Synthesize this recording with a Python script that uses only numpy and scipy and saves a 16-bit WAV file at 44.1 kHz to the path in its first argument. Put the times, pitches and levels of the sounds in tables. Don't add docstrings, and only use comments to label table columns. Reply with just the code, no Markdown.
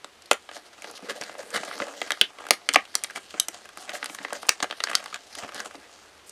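import sys
import numpy as np
from scipy import signal
from scipy.fft import rfft, irfft
from scipy.io import wavfile
from scipy.ndimage import uniform_filter1d

SR = 44100
rng = np.random.default_rng(int(sys.argv[2]) if len(sys.argv) > 2 else 0)


def generate_wav(sig):
    pcm = np.round(np.clip(np.atleast_2d(sig).T, -1, 1) * 32767).astype(np.int16)
    wavfile.write(sys.argv[1], SR, pcm)


def volts(x):
    e = np.asarray(x, float) / 20
    return 10 ** e


N = 278271

# start_s, ring_hz, ring_db, thump_db, crack_db
BUCKLES = [(0.0446, 3340, -28, -30.5, -31.5), (0.221, 4300, -37.5, -56, -41),
           (0.2583, 4300, -36.5, -59, -37), (0.313, 2660, -5.5, -14, -6), (0.3109, 2500, -29, -31, -21),
           (0.319, 2240, -22, -48, -17.5), (0.331, 2280, -23, -28, -16), (0.49, 1520, -35, -30.5, -62),
           (0.513, 1580, -39, -34.5, -43), (0.566, 1500, -37.5, -30, -35), (0.821, 2140, -32, -60, -31),
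           (0.8434, 1560, -31.5, -31, -34), (0.9118, 5840, -54, -39, -29.5), (0.976, 1998, -37, -52, -35.5),
           (0.992, 1540, -57, -36, -55), (1.0241, 1090, -56, -35, -43), (1.2123, 5470, -20, -31.5, -35),
           (1.2219, 1660, -27.5, -27, -45), (1.2364, 4400, -24, -41, -33), (1.295, 1508, -38, -28.5, -51),
           (1.3515, 1520, -47, -30, -58), (1.382, 5600, -45, -50, -37), (1.428, 1700, -41, -48, -40),
           (1.5043, 5470, -33, -44, -30), (1.579, 2126, -28, -25.5, -43), (1.633, 1683, -33, -21, -43),
           (1.649, 2464, -38, -54, -29), (1.679, 1150, -40, -30.5, -45.5), (1.7125, 1390, -22.5, -40, -59),
           (1.787, 6000, -42, -50, -31), (1.8013, 1381, -24.5, -21, -46), (1.8206, 1890, -20, -55, -45),
           (1.8692, 1430, -44, -30, -53), (1.881, 1453, -40, -33, -49), (1.9376, 1730, -41, -36, -48),
           (2.016, 2020, -22, -18, -28), (2.077, 1600, -33, -51, -39), (2.1056, 1730, -12.5, -23, -19),
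           (2.1191, 3140, -13, -22.5, -19), (2.2129, 2960, -8.5, -23, -35), (2.3858, 1060, -35, -32.5, -43),
           (2.406, 1300, -49, -32, -42), (2.4188, 1290, -45, -34, -51), (2.439, 1146, -44, -33, -49),
           (2.452, 1534, -40, -33.5, -43), (2.467, 1500, -29.5, -33, -29.5),
           (2.4867, 1090, -37, -28.5, -30), (2.5074, 4330, 2, -7.5, 0), (2.6894, 2510, -7, -22, -8.5),
           (2.7298, 2950, -34, -42, -26), (2.737, 3610, -17, -48, -12), (2.7442, 1500, -16, -38, -36),
           (2.759, 2190, -8.5, -10.5, -25), (2.8523, 2770, -35.5, -44, -42),
           (2.9529, 4330, -6.5, -26.5, -4), (3.037, 2420, -22, -64, -11), (3.0432, 3620, -21, -29.5, -21),
           (2.943, 1740, -34, -45, -36), (3.099, 1496, -28.5, -59, -43), (3.107, 1540, -32, -39, -33.5),
           (3.1596, 2139, -20.5, -53, -27), (3.166, 1297, -33, -41, -43), (3.1761, 1270, -38, -24.5, -42),
           (3.341, 1369, -34.5, -29, -89), (3.399, 3850, -13, -54, -7.5), (3.484, 7130, -25.5, -28.5, -13),
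           (3.544, 3660, -34, -39, -34), (3.6549, 1540, -38, -38, -38), (3.69, 1590, -38.5, -47, -36),
           (3.773, 1380, -32, -34.5, -27.5), (3.8932, 1590, -22.5, -32, -28), (3.903, 6000, -36, -45, -33),
           (3.918, 1800, -34, -39, -49), (3.952, 1650, -27, -40, -45), (4.0281, 1449, -20.5, -30, -46),
           (4.0431, 1500, -24, -39, -22.5), (4.0581, 3803, -19.5, -33, -23),
           (4.0975, 2300, -31.5, -32, -37), (4.148, 1440, -30.5, -43, -24), (4.1863, 1594, -30, -35, -54),
           (4.229, 6800, -38, -50, -39), (4.238, 6000, -42, -50, -38), (4.2488, 1850, -22, -24, -55),
           (4.283, 1580, -38, -37, -53), (4.305, 1250, -31, -35, -50), (4.325, 1266, -38, -18.5, -46),
           (4.3305, 1600, -23.5, -51, -19), (4.3517, 1790, -33.5, -31, -44),
           (4.4305, 1150, -29, -29.5, -35), (4.452, 946, -32.5, -44, -53), (4.467, 957, -49, -39, -32),
           (4.473, 9000, -42, -55, -36), (4.487, 3270, -19, -19, -34), (4.4917, 5150, 3.5, -15.5, -4),
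           (4.6029, 3460, -18.5, -25.5, -52), (4.6294, 1650, -15.5, -35, -35),
           (4.6426, 1700, -25.5, -20, -30), (4.701, 1127, -31, -29, -49), (4.71, 3200, -16.5, -25.5, -50),
           (4.725, 1868, -31, -26.5, -53), (4.8036, 2030, -20.5, -26.5, -56),
           (4.8383, 4140, -5.5, -26, -19.5), (4.8714, 1790, -23.5, -27.5, -45),
           (4.886, 1708, -27, -32, -44), (4.898, 1640, -26, -29, -30), (4.914, 1510, -23.5, -26.5, -24),
           (4.932, 1968, -22, -27.5, -42.5), (4.9522, 4720, -2, -30, -11.5),
           (4.9526, 3200, -12.5, -40, -28), (4.972, 2800, -34, -36, -40), (4.995, 2500, -40, -43, -47),
           (5.002, 2400, -35, -38, -43), (5.027, 1499, -38, -41, -45), (5.079, 800, -37, -38, -55),
           (4.9463, 1510, -24, -41, -48), (5.0406, 5270, -28, -36, -31), (5.059, 1480, -30, -33, -34),
           (5.127, 1250, -29, -46, -47), (5.1429, 2350, -22.5, -39, -22), (5.3518, 3120, -31.5, -40, -24.5),
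           (5.3861, 1640, -30, -54, -26), (5.4245, 800, -30.5, -34, -48), (5.438, 950, -32, -35, -52),
           (5.446, 600, -34, -30, -52), (5.491, 1280, -31, -34, -44), (5.5207, 1310, -35, -47, -39),
           (5.5453, 4904, -30, -43, -26), (5.6026, 5200, -18.5, -31, -28), (5.603, 1510, -26, -45, -50),
           (5.65, 1270, -37, -48, -41), (5.657, 1510, -37, -30.5, -49), (5.71, 1550, -36, -40, -44),
           (5.7454, 1050, -46, -34, -46), (5.754, 4200, -33, -64.5, -47.5), (6.2946, 5000, -51, -47, -26.5)]
# (pitch_hz, peak_db)
CUP_POPS = [(2.2129, .3, 13.6, [(3026, 6), (3356, -4.5), (1600, -17), (9370, -20.5)]),
            (3.3982, 1.44, 17, [(3740, -10.5), (3045, -16.5), (6130, -8.5), (8340, -11.5), (11050, -10.5)]),
            (0.3132, 1.8, 16.5, [(580, -6.5), (1400, -12)]), (2.7582, 1.06, 9, [(2350, -1)]),
            (2.7595, 1.95, 13.7, [(1108, -3.5), (800, -6)])]
# start_s, peak_db, pitch_hz
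BOX_KNOCKS = [(0.844, -42, 315), (1.026, -36.5, 232), (1.208, -39, 211), (1.3, -43.5, 210),
              (1.43, -45, 190), (1.562, -42, 200), (1.6, -36, 190), (1.68, -41, 190), (1.805, -29, 242),
              (2.016, -56, 380), (2.102, -47, 384), (2.214, -25.5, 302), (2.501, -42.5, 370),
              (2.69, -39, 290), (2.757, -23, 258), (3.038, -49, 186), (3.339, -37.5, 312),
              (3.488, -41, 336), (3.771, -40.5, 300), (3.892, -44, 340), (4.031, -48, 229),
              (4.097, -40, 260), (4.202, -37, 256), (4.325, -41, 380), (4.491, -37.5, 183),
              (4.625, -29.5, 198), (5.37, -42.5, 200), (5.43, -39, 200), (5.443, -37, 250),
              (5.55, -42, 180), (5.659, -35, 403), (5.748, -38.5, 348), (5.775, -43, 290)]
# time_s, box_db, sheet_db
CONTACT = [(0.0, -67, -73), (0.4, -65, -59.5), (0.7, -64, -65), (0.88, -48, -48), (1.02, -58, -59),
           (1.25, -49, -48), (1.4, -51, -55.5), (1.5, -48, -47), (1.6, -44.5, -43), (1.75, -43, -44.5),
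           (1.93, -46.5, -47.5), (2.11, -51.5, -46.5), (2.34, -56, -61.5), (2.76, -54.5, -55),
           (3.37, -60, -54), (3.8, -57, -58), (4.05, -49, -50), (4.46, -52, -54), (4.75, -60, -53.5),
           (4.95, -45.5, -46), (5.03, -48, -51), (5.2, -61.5, -55.5), (5.4, -49, -48.5),
           (5.59, -49.5, -56.5), (5.779, -56, -56), (6.31, -63, -63)]
# start_s, length_ms, swell_share (of the length, 0-1), box_db, sheet_db
SKIN_SLIDES = [(0.524, 75, 0.3, -48.5, -43.5), (0.64, 48, 0.55, -53, -51), (0.726, 23, 0.34, -48.5, -51),
               (0.86, 41, .6, -53, -54), (0.95, 33, 0.55, -59, -43), (1.02, 170, 0.1, -46, -50),
               (1.086, 41, 0.28, -29, -30.5), (1.153, 35, 0.2, -41, -40), (1.381, 44, 0.5, -40, -44.5),
               (1.528, 50, 0.7, -26.5, -25), (1.799, 67, 0.3, -37.5, -43), (2.061, 64, 0, -43, -49),
               (2.387, 146, 0.1, -45.5, -53), (2.512, 36, 0.4, -36.5, -33.5),
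               (2.737, 16, 0.6, -28.5, -21.5), (3.15, 34, 0.66, -35.5, -36.5), (3.301, 15, 0.5, -67, -42),
               (3.338, 110, 0.05, -41.5, -53), (3.53, 114, 0, -48, -47.5), (3.769, 114, 0.32, -48, -45),
               (3.875, 43, 0.7, -35.5, -44), (3.931, 55, 0.18, -37, -33.5), (4.202, 21, 0.7, -38.5, -67),
               (4.339, 81, 0.07, -45, -41.5), (4.41, 28, .7, -59, -42), (4.625, 13.7, 0.2, -25.5, -24.5),
               (4.89, 14.5, 0.75, -36, -32.5), (5.118, 50, 0.86, -40.5, -40.5),
               (5.367, 56, 0.27, -43, -38.5), (5.42, 32, 0.4, -37.5, -55), (5.54, 100, 0.17, -39.5, -41.5),
               (5.645, 42, 0.33, -51, -43.5), (5.744, 16.5, 0.7, -40, -59)]
# pitch_hz, width_hz, level_db
BOX_MODES = [(205, 120, -6), (290, 120, -4.5), (600, 322, -3), (1104, 634, -2), (1660, 650, -1),
             (2500, 640, -6)]
# pitch_hz, width_hz, level_db
SHEET_MODES = [(2800, 1040, 1), (4640, 1700, 2), (6700, 2000, -1), (9100, 2600, -6), (12500, 2600, -17)]
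# time_s, pitch_hz, level_db (relative to the box contact)
LID_HOLLOW = [(0, 600, -5), (0.75, 680, -6), (0.9, 440, -6), (1.1, 520, -2), (1.18, 520, -7), (1.4, 560, 2),
              (1.44, 420.3, -1), (1.55, 520, -9.5), (1.7, 600, -7), (1.92, 499.6, -3.5), (2.1, 650, -12),
              (3.7, 630, -10.5), (3.93, 650.6, -5.5), (4.05, 649, -10), (4.8, 700, -8), (5.43, 700, -8.5),
              (5.56, 520, -6), (5.73, 570, -11), (6.31, 640, -9)]
# start_s, length_ms, centre_hz, level_db
AIRY_HISSES = [(1.38, 80, 9800, -59), (3.8, 30, 9500, -52), (3.932, 50, 9200, -46), (4.085, 88, 8800, -49),
               (6.26, 48, 8500, -52)]
# pitch_hz, t60_s
ROOM_DECAY = [(250, 0.071), (1400, 0.12), (4000, 0.077), (10000, 0.13)]
# pitch_hz, level_db (per Hz)
HISS_SHAPE = [(18, -26.5), (30, -39), (70, -39.5), (124, -12.5), (384, -0.5), (616, -3), (3060, -6.5),
              (10500, -19.5), (14400, -27), (16000, -43)]
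# time_s, level_db
HUM_LEVEL = [(0, -75), (1.5, -78), (3, -73.5), (4.5, -74), (6.31, -70)]


def unit(x):
    return x / np.sqrt(np.mean(x ** 2))


def peak(x, db):
    return x * volts(db) / np.max(np.abs(x))


def ring(x, hz, width):
    hz = min(hz, 0.44 * SR)
    b, a = signal.iirpeak(hz, max(hz / width, 0.3), fs=SR)
    return signal.lfilter(b, a, x)


def band(x, lo_hz, hi_hz):
    return signal.sosfilt(signal.butter(2, [lo_hz, hi_hz], "band", fs=SR, output="sos"), x)


def walk(rate):
    k = int(SR / rate)
    held = np.repeat(rng.standard_normal(N // k + 1), k)
    return unit(uniform_filter1d(held, k)[:N])


def body(x, modes, patchy_db=0):
    out = np.zeros(len(x))
    for k, (hz, width, db) in enumerate(modes):
        favour_db = patchy_db * walk(16) if patchy_db else 0
        out += (-1) ** k * volts(db + favour_db) * ring(x, hz, width)
    return out


def coloured(points, size):
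    hz, db = np.transpose(points)
    f = np.maximum(np.arange(size // 2 + 1) * SR / size, 1)
    gain = volts(np.interp(np.log(f), np.log(hz), db))
    return unit(irfft(rfft(rng.standard_normal(size)) * gain, size))


def snaps():
    burst_ms, burst_ms_per_db = 15.4, 0.31
    settle_db, settle_s = -39, 0.19
    ring_width = 0.28
    spread_share, spread_db = 0.36, 2
    out = np.zeros(N + 2048)
    t = np.arange(2048) / SR
    rows = [*crackles(), *BUCKLES]
    noise = rng.standard_normal((len(rows), 3, 2048))
    for (s, hz, ring_db, thump_db, crack_db), n in zip(rows, noise):
        t60 = max(burst_ms - burst_ms_per_db * ring_db, 2) / 1000
        settle = volts(settle_db - 60 * t / settle_s) * (1 - t / t[-1])
        fade = np.minimum(t / 0.00031, 1) * (volts(-60 * t / t60) + settle)

        kick = 6.2 * signal.unit_impulse(2048, idx=12) + n[0] * fade
        panel = ring(ring(kick, hz, ring_width * hz), hz, 1.5 * hz)

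        card_db = ring_db + spread_share * (thump_db - ring_db) + spread_db
        card = peak(band(kick + n[1] * fade, 1095, 3270), card_db)

        shove = 2.6 * np.sin(np.pi * np.minimum(t / 0.00083, 1))
        push = n[1] * np.minimum(t / 0.0002, 1) * fade + shove
        thump = band(body(push, BOX_MODES), 402, 1906)

        crack = band(n[2] * fade ** 2.31, 5200, 10400)
        i = int(s * SR)
        out[i:i + 2048] += peak(panel, ring_db) + card + peak(thump, thump_db) + peak(crack, crack_db)
    return out[:N]


def crackles():
    count, lowest_hz, octaves = 100, 1050, 1.7
    over_contact_db, scatter_db = (4, 5.5, -7), 5.5
    when, pitch = rng.random((count, 2)).T
    s = when * N / SR
    box_db, sheet_db = contact(s)
    scatter = scatter_db * rng.standard_normal((count, 3)).clip(-2, 1.5)
    db = np.transpose([sheet_db, box_db, sheet_db]) + over_contact_db + scatter
    hz = lowest_hz * 2 ** (octaves * pitch ** 2)
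    return np.column_stack([s, hz, db])


def pops():
    ragged = 0.4
    out = np.zeros(N)
    t = np.arange(4096) / SR
    for s, rise_ms, t60_ms, partials in CUP_POPS:
        fade = np.minimum(t * 1000 / max(rise_ms, 0.1), 1) * volts(-60 * t * 1000 / t60_ms)
        i = int(s * SR)
        for hz, db in partials:
            wobble = unit(ring(rng.standard_normal(len(t)), hz, 0.14 * hz))
            tone = np.sin(2 * np.pi * hz * t) + ragged * wobble
            out[i:i + len(t)] += peak(fade * tone, db)
    return out


def knocks():
    rise_s, t60_s = 0.0052, 0.052
    out = np.zeros(N + 4096)
    t = np.arange(4096) / SR
    noise = rng.standard_normal((len(BOX_KNOCKS), 4096))
    fade = np.minimum(t / rise_s, 1) * volts(-60 * t / t60_s)
    for (s, db, hz), n in zip(BOX_KNOCKS, noise):
        ragged = 2.2 * unit(band(n, 0.73 * hz, 1.87 * hz))
        boom = np.sin(2 * np.pi * hz * t) + ragged
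        i = int(s * SR)
        out[i:i + 4096] += peak(fade * boom, db)
    return out[:N]


def handling():
    patchy_db = 1.8
    smooth = 0.45
    power = volts(contact(np.arange(N) / SR)) ** 2
    for start, ms, swell, *db in SKIN_SLIDES:
        i, size = int(start * SR), int(ms * SR / 1000)
        crest = np.clip(swell, 0.05, 0.95)
        shape = np.interp(np.arange(size) / size, [0, crest, 1], [0.4, 1, 0.4]) ** 1.6
        power[:, i:i + size] += (volts(np.array(db))[:, None] * shape) ** 2
    box_level, sheet_level = np.sqrt(power)
    slips = grains()
    box = unit(band(body(slips, BOX_MODES, patchy_db), 165, 5000))
    rub = slips + smooth * rng.standard_normal(N)
    sheet = unit(body(rub, SHEET_MODES, patchy_db))
    return lid() * box_level + box * box_level + sheet * sheet_level


def contact(t):
    s, *levels = np.transpose(CONTACT)
    return np.array([np.interp(t, s, db) for db in levels])


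def grains():
    grains_per_s, spread_db = 1500, 3.2
    hit = rng.random(N) < grains_per_s / SR
    uneven = volts(spread_db * np.minimum(rng.exponential(size=N), 3))
    clicks = unit(hit * uneven * rng.standard_normal(N))
    friction = 0.7 * rng.standard_normal(N)
    return (clicks + friction) * volts(2 * walk(180))


def lid():
    width_hz, wander, patchy_db = 147, 0.07, 3.5
    s, hz, db = np.transpose(LID_HOLLOW)
    t = np.arange(N) / SR
    low_pass = signal.butter(2, width_hz / 2, fs=SR, output="sos")
    slow = signal.sosfilt(low_pass, [grains(), grains()])
    pitch_hz = np.interp(t, s, hz) * (1 + wander * walk(14))
    turn = 2 * np.pi * np.cumsum(pitch_hz) / SR
    hollow = slow[0] * np.cos(turn) + slow[1] * np.sin(turn)
    return unit(band(hollow, 250, 1400)) * volts(np.interp(t, s, db) + patchy_db * walk(30))


def hisses():
    out = np.zeros(N + SR)
    for s, ms, hz, db in AIRY_HISSES:
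        size = int(ms * SR / 1000)
        air = unit(ring(rng.standard_normal(8192), hz, 0.4 * hz))[:size]
        swell = np.sin(np.pi * np.arange(size) / size) ** 0.5
        i = int(s * SR)
        out[i:i + size] += volts(db) * air * swell
    return out[:N]


def room(x):
    wall_s = 0.023
    t = np.arange(12000) / SR
    tail = np.zeros(len(t))
    for hz, t60 in ROOM_DECAY:
        scatter = ring(rng.standard_normal(len(t)), hz, 1.05 * hz)
        tail += scatter / np.sqrt(hz) ** 1.19 * volts(-60 * t / t60)
    tail *= np.minimum(t / 0.0014, 1) * (1 + 0.73 * (t > wall_s))
    return signal.fftconvolve(x, tail / np.sqrt(np.sum(tail ** 2)))[:N]


def room_tone():
    hiss_db, rumble_db, hum_hz = -55, -86, 77.1
    hiss = volts(hiss_db) * coloured(HISS_SHAPE, N + N % 2)[:N]
    s, db = np.transpose(HUM_LEVEL)
    hum = unit(ring(rng.standard_normal(N), hum_hz, 18)) * volts(np.interp(np.arange(N) / SR, s, db))
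    rumble = volts(rumble_db) * unit(band(rng.standard_normal(N), 15, 45))
    return hiss + hum + rumble


def scene():
    near_low_hz, room_db = 85, -14
    near = snaps() + pops() + knocks() + handling() + hisses()
    near = signal.sosfilt(signal.butter(2, near_low_hz, "high", fs=SR, output="sos"), near)
    mix = near + volts(room_db) * room(near) + room_tone()
    return mix[None]


def top_cut(x):
    return signal.sosfilt(signal.butter(12, 16850, fs=SR, output="sos"), x)


def record(dry):
    gentle = signal.butter(2, 13000, fs=SR, output="sos")
    steep = signal.ellip(6, 0.5, 35, 15400, fs=SR, output="sos")
    heard = signal.sosfilt(np.vstack([gentle, steep]), dry)
    mix = np.clip(heard, -1, 1)
    return top_cut(mix)


dry = scene()
out = record(dry)
generate_wav(out)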